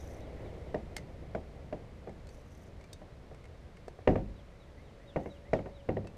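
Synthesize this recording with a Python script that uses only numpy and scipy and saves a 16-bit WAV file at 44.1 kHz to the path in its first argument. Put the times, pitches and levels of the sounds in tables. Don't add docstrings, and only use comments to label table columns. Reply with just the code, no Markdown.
import sys
import numpy as np
from scipy import signal
from scipy.fft import rfft, irfft, next_fast_len
from scipy.io import wavfile
from scipy.ndimage import map_coordinates

SR = 44100
rng = np.random.default_rng(int(sys.argv[2]) if len(sys.argv) > 2 else 0)


def log_audio(samples):
    frames = np.atleast_2d(samples).T
    limited = np.clip(frames, -1, 1)
    pcm = np.round(limited * 32767).astype(np.int16)
    wavfile.write(sys.argv[1], SR, pcm)


N = 272097
TIME = np.arange(N) / SR


def kayak_knocks():
    # (time [s], level [dB], panel pitch [Hz], damping by what stays pressed on the panel [dB/s])
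    blows = [(0.744, -23.5, 610, 20), (1.349, -26, 640, 28), (1.726, -28, 604, 25), (2.073, -35.5, 497, 20),
             (3.017, -42, 555, 18), (3.311, -42, 443, 102), (3.881, -36.5, 476, 1400),
             (3.989, -41.5, 490, 900), (4.074, -13, 529, -2), (4.156, -23.5, 504, 6),
             (5.16, -22.5, 493, 48), (5.259, -32.5, 502, 96), (5.532, -16.5, 631.5, 34),
             (5.589, -30.5, 526, 202), (5.659, -34.5, 623, 58), (5.889, -22, 502, 7),
             (5.968, -26.5, 492, 26), (6.045, -40, 493, 47)]
    firm_db, slack_hz = -25, 527
    heave_colour = [(20, -13), (45, -3.5), (70, -13), (130, -16.5), (400, -78)]  # (pitch [Hz], level [dB])
    out, t = np.zeros(N), np.arange(int(.7 * SR)) / SR
    for start, db, panel_hz, damping in blows:
        hull = struck_hull(t, panel_hz) * amp(-abs(damping) * t)
        force_db = db - firm_db
        stiff_db = 15 * np.log2(panel_hz / slack_hz)
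        thump_db = -14 + 0.05 * force_db - stiff_db - 0.017 * damping
        crack_db = -31.5 + 0.23 * force_db
        tick_db = -46 + 0.11 * force_db + stiff_db
        parts = [(band(hull, 200, "low"), thump_db), (band(hull, [220, 1200], "band"), -9),
                 (band(hull, [1300, 3200], "band"), crack_db), (band(hull, 3600, "high"), tick_db)]
        add(out, start, sum(amp(db + part_db) * even_start(part) for part, part_db in parts))
        heave = noise(heave_colour, len(t)) * fade(t, 0.61) * (1 - np.exp(-t / 0.013))
        add(out, start, amp(-61.5 + 2.72 * (force_db - stiff_db)) * heave)
    return out


def struck_hull(t, panel_hz):
    # (delay [s], level [dB])
    echoes = [(0, 2.5), (.0043, -2), (0.015, -2.5), (0.029, -35)]
    # (pitch [Hz], level [dB], time to fade by 60 dB [s])
    hull_tones = [(47.73, -20, 1), (101.1, -13.5, 0.59), (148.6, -6, 0.26), (177, -10.5, 0.37),
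                  (198.8, -10.5, 0.51), (223.8, -10.5, 0.29), (271, -24, 0.34), (320.6, -3.5, 0.1),
                  (376.4, 0, 0.1), (433, -15, 0.23), (476, 1, 0.041), (534.7, -10, 0.44), (612, 9, 0.057),
                  (665, -4.5, 0.095), (751.4, -4.5, 0.16), (922, -17, 0.28), (982, -18, 0.16),
                  (1170, -9.5, 0.072), (1460, -36, 0.021), (1854, 0, 0.073), (1897, -0.5, 0.038),
                  (2770, -1, 0.048)]
    # (pitch [Hz], level [dB])
    crack_colour = [(900, -12.5), (2000, 6.5), (2800, -4), (3500, -8), (6000, -16), (10000, -37.5),
                    (15000, -43)]
    arrivals = [(np.maximum(t - delay, 0), db) for delay, db in echoes]
    wave = sum(amp(db) * np.sin(2 * np.pi * 470 * age) * fade(age, 0.009) for age, db in arrivals)
    tones = even_start(ring(hull_tones, t, scatter_db=1.5))
    body = (amp(-2) * tones + amp(-5.5) * plastic_shell(t)) * (1 - np.exp(-t / 0.002))
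    panel = np.sin(2 * np.pi * panel_hz * t) * fade(t, 0.086) * (1 - np.exp(-t / 0.0088))
    press = np.exp(-((t - .003) / 0.0021) ** 2)
    release = amp(-1) * fade(t, 0.042) * (1 - np.exp(-t / 0.0013))
    crack = noise(crack_colour, len(t)) * (press + release)
    return body + amp(7.5) * panel + amp(-2.5) * even_start(wave) + crack


def plastic_shell(t):
    # (pitch [Hz], level [dB])
    colour = [(30, -18), (90, -11.5), (200, -3.5), (300, 2.5), (500, 1), (740, 2.5), (1050, -16),
              (2000, -9), (3200, -16.5), (6000, -25.5), (15000, -53)]
    # (pitch [Hz], time to fade by 60 dB [s])
    ring_times = [(60, 0.18), (150, 0.57), (300, 0.38), (600, 0.22), (1200, 0.23), (3000, 0.27),
                  (10000, 0.43)]
    hz, age, spectrum = signal.stft(noise(colour, len(t)), SR, nperseg=512)
    fading = spectrum * fade(age, along(ring_times, hz)[:, None])
    return even_start(signal.istft(fading, SR, nperseg=512)[1][:len(t)])


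def reel_clicks():
    # (time [s], level [dB], boost of the low part [dB], ping pitch [Hz])
    clicks = [(0.9645, -33, -5.5, 2127), (0.9804, -50.5, 2, 2000), (2.269, -54.5, -7, 4260),
              (2.289, -52.5, -6, 4530), (2.8394, -57, 0.5, 2340), (2.9294, -39.5, -20, 3720),
              (3.8796, -51.5, -14, 2100), (6.0703, -52.5, 1.5, 2640)]
    # (pitch [Hz], level [dB], time to fade by 60 dB [s])
    bail_tones = [(1550, -24, 0.45), (2000, -7, 0.24), (3730, -19, 0.073), (4510, 12, 0.057),
                  (4580, -29, 0.19), (5900, -9, .08), (6250, 2, 0.13), (8370, 20, 0.021),
                  (8200, -24, 0.045), (12200, -1, .03)]
    # (pitch [Hz], level [dB])
    snap_colour = [(1000, -2.5), (2100, -2), (2900, -3), (3600, -3), (5200, -0.5), (7000, -2), (9000, -3.5),
                   (10800, -18.5), (12600, -18), (15000, -22)]
    out, t = np.zeros(N), np.arange(SR // 4) / SR
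    winding_ticks = [(start, -61.5, 4, 2170) for start in rng.uniform(1.5, 4.2, size=6)]
    for start, db, low_db, ping_hz in clicks + winding_ticks:
        wire = ring(bail_tones, t, scatter_db=2.5)
        ping = np.sin(2 * np.pi * ping_hz * t) * fade(t, .07)
        snap = noise(snap_colour, len(t)) * (fade(t, 0.018) + amp(-30) * fade(t, 0.14))
        onset = 1 - np.exp(-(t / .002) ** 2)
        click = (even_start(snap) + amp(-12) * even_start(wire) + amp(-10.5) * even_start(ping)) * onset
        add(out, start, amp(db - 15) * even_start(band(click, 2700, "high")))
        add(out, start, amp(db + low_db - 7) * even_start(band(click, 2700, "low")))
        edge = band(snap * fade(t, .025) * onset, 11000, "high")
        add(out, start, amp(2.2 * db + 9) * even_start(edge))
    return out


def fishing_line():
    # (start [s], length [s], level [dB])
    runs = [(-.15, 0.41, -63.5), (0.188, 0.53, -82), (2.258, 0.18, -68), (2.426, 0.29, -68.5),
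            (5.147, 0.24, -71.5)]
    # (pitch [Hz], level [dB])
    colour = [(3000, -27), (4500, -10), (6000, 8), (7400, -5), (8800, -3), (10500, -8), (12500, -6),
              (15000, -14)]
    running = sum(amp(db) * np.sin(np.pi * np.clip((TIME - start) / length, 0, 1))
                  for start, length, db in runs)
    slips, t = np.zeros(N), TIME[:SR // 40]
    for start, hz, size in rng.uniform([0, 4500, 0], [N / SR, 13500, 1], (6000, 3)):
        slip = np.sin(2 * np.pi * hz * t) * fade(t, .012)
        add(slips, start, size ** 2 * amp(along(colour, hz)) * slip)
    coils = amp(3 * wobble(130))
    return amp(-4.5) * running * unit(coils * (noise(colour, N) + unit(slips)))


def bird():
    # (pitch [share of the top pitch], level [dB])
    rising = [(.475, -6), (.505, 0), (.53, -1), (.56, -5)]
    # (pitch [share of the top pitch], level [dB])
    falling = [(.97, -10), (1, 1), (.96, 0), (.88, -3), (.82, -5), (.75, -3), (.69, -5)]
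    out, t = np.zeros(N), np.arange(SR // 2) / SR
    for start, db in bird_phrases(count=7):
        top_hz = 3900 * (1 + 0.0121 * rng.standard_normal())
        low_note = amp(2) * whistle(.055, rising, top_hz)
        high_note = whistle(.082, falling, top_hz)
        for when, note in [(start - .072, low_note), (start, high_note)]:
            trees = rng.standard_normal(len(t)) * (fade(t, .05) + amp(-14) * fade(t, .7))
            add(out, when, amp(db - 3) * note)
            add(out, when, amp(db - 6) * signal.fftconvolve(note, trees / np.linalg.norm(trees)))
    return out * amp(2.5 * wobble(70))


def bird_phrases(count):
    song_starts = [-.738, 4.348]
    song_levels = [-66.5, -64]
    loudest_after_s, swell_db_per_s = .93, 8.5
    gaps_s = .2445 - .005 * np.arange(count - 1)
    offsets = np.append(0, np.cumsum(gaps_s))
    return [(start + offset, db - swell_db_per_s * abs(offset - loudest_after_s))
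            for start, db in zip(song_starts, song_levels) for offset in offsets]


def whistle(length_s, steps, top_hz):
    progress = np.linspace(0, 1, int(length_s * SR))
    share, db = [np.interp(progress, np.linspace(0, 1, len(col)), col) for col in np.transpose(steps)]
    tone = unit(np.sin(2 * np.pi * np.cumsum(top_hz * share) / SR))
    return amp(db) * tone * signal.windows.tukey(len(tone), 1 / 8)


def traffic_and_creek():
    # (time when nearest [s], rumble [dB], tyre roar [dB], tyre whine [dB])
    vehicles = [(.42, -47, -48.5, -77), (5.75, -54.5, -64.5, -57.5)]
    # (pitch [Hz], level [dB])
    rumble_colour = [(15, -16), (25, -2.5), (38, -4), (52, -3), (70, 2), (100, -6), (150, -8), (220, -13.5),
                     (320, -21), (600, -68)]
    # (pitch [Hz], level [dB])
    road_colour = [(120, 3), (220, -3.5), (350, 1), (480, 2.5), (650, -1), (800, -8), (1050, -18.5),
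                   (1500, -25.5), (2100, -17), (3000, -33), (6000, -54)]
    # (pitch [Hz], level [dB])
    hiss_colour = [(400, -3), (900, 7.5), (1500, 3.5), (2050, 3), (2700, -1.5), (4000, -4), (6000, -10),
                   (9000, -16), (12000, -21.5), (15000, -31.5)]
    far_rumble_db, far_road_db, creek_db = -56, -59.5, -65.5
    exhaust_lag_s = 0.35
    nearest_s, rumble_db, roar_db, whine_db = np.transpose(vehicles)[:, :, None]
    roar = passing(nearest_s, roar_db, half_power_s=.55)
    exhaust = passing(nearest_s + exhaust_lag_s, rumble_db, half_power_s=1.05)
    flutter = amp(1.3 * wobble(22))
    rumble = np.hypot(amp(far_rumble_db), exhaust) * noise(rumble_colour, N)
    road = np.hypot(amp(far_road_db), roar) * flutter * noise(road_colour, N)
    hiss = np.hypot(amp(creek_db), amp(-18) * roar) * amp(0.16 * wobble(10)) * noise(hiss_colour, N)
    tyre_tone = np.sin(2 * np.pi * np.cumsum(568 + 8 * wobble(40)) / SR)
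    whine = passing(nearest_s, whine_db, half_power_s=.55) * amp(2.5 * wobble(25)) * tyre_tone
    return rumble + road + hiss + whine


def passing(nearest_s, db, half_power_s):
    return np.sqrt(np.sum(amp(db) ** 2 / (1 + ((TIME - nearest_s) / half_power_s) ** 2), 0))


def ring(tones, t, scatter_db):
    hz, db, t60 = np.transpose(tones)[:, :, None]
    size = rng.choice([-1, 1], hz.shape) * amp(db + scatter_db * rng.standard_normal(hz.shape))
    return np.sum(size * fade(t, t60) * np.sin(2 * np.pi * hz * t), 0)


def noise(colour, size):
    padded = next_fast_len(size)
    gain = amp(along(colour, np.fft.rfftfreq(padded, 1 / SR)))
    return unit(irfft(rfft(rng.standard_normal(padded)) * gain, padded)[:size])


def band(x, edge_hz, kind):
    sections, lead = signal.butter(2, edge_hz, kind, fs=SR, output="sos"), SR // 20
    ease_in = 1 - np.exp(-(np.arange(len(x)) / SR * np.max(edge_hz) * 2) ** 2)
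    return signal.sosfiltfilt(sections, np.pad(x, (lead, 0)))[lead:] * ease_in


def wobble(rate):
    return map_coordinates(rng.standard_normal(int(N * rate / SR) + 4), [TIME * rate])


def along(points, hz):
    pitches, values = np.transpose(points)
    return np.interp(np.log(hz + 1), np.log(pitches + 1), values)


def fade(t, t60):
    return np.exp(-np.log(1000) * t / t60)


def amp(db):
    return 10 ** (np.asarray(db) / 20)


def unit(x):
    return x / np.sqrt(np.mean(x ** 2) + 1e-20)


def even_start(x):
    return x / (np.sqrt(np.mean(x[:SR // 40] ** 2)) + 1e-12)


def add(track, start_s, sound):
    start = round(start_s * SR)
    part = sound[max(-start, 0):max(N - start, 0)]
    track[max(start, 0):][:len(part)] += part


def scene():
    return (kayak_knocks() + reel_clicks() + fishing_line() + bird() + traffic_and_creek())[None]


def record(dry):
    top_hz, slope_width_hz = 15300, 400
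    padded = next_fast_len(N + SR // 2)
    gain = np.clip((top_hz - np.fft.rfftfreq(padded, 1 / SR)) / slope_width_hz + .5, 0, 1)
    return irfft(rfft(dry, padded) * gain, padded)[..., :N]


dry = scene()
out = record(dry)
log_audio(out)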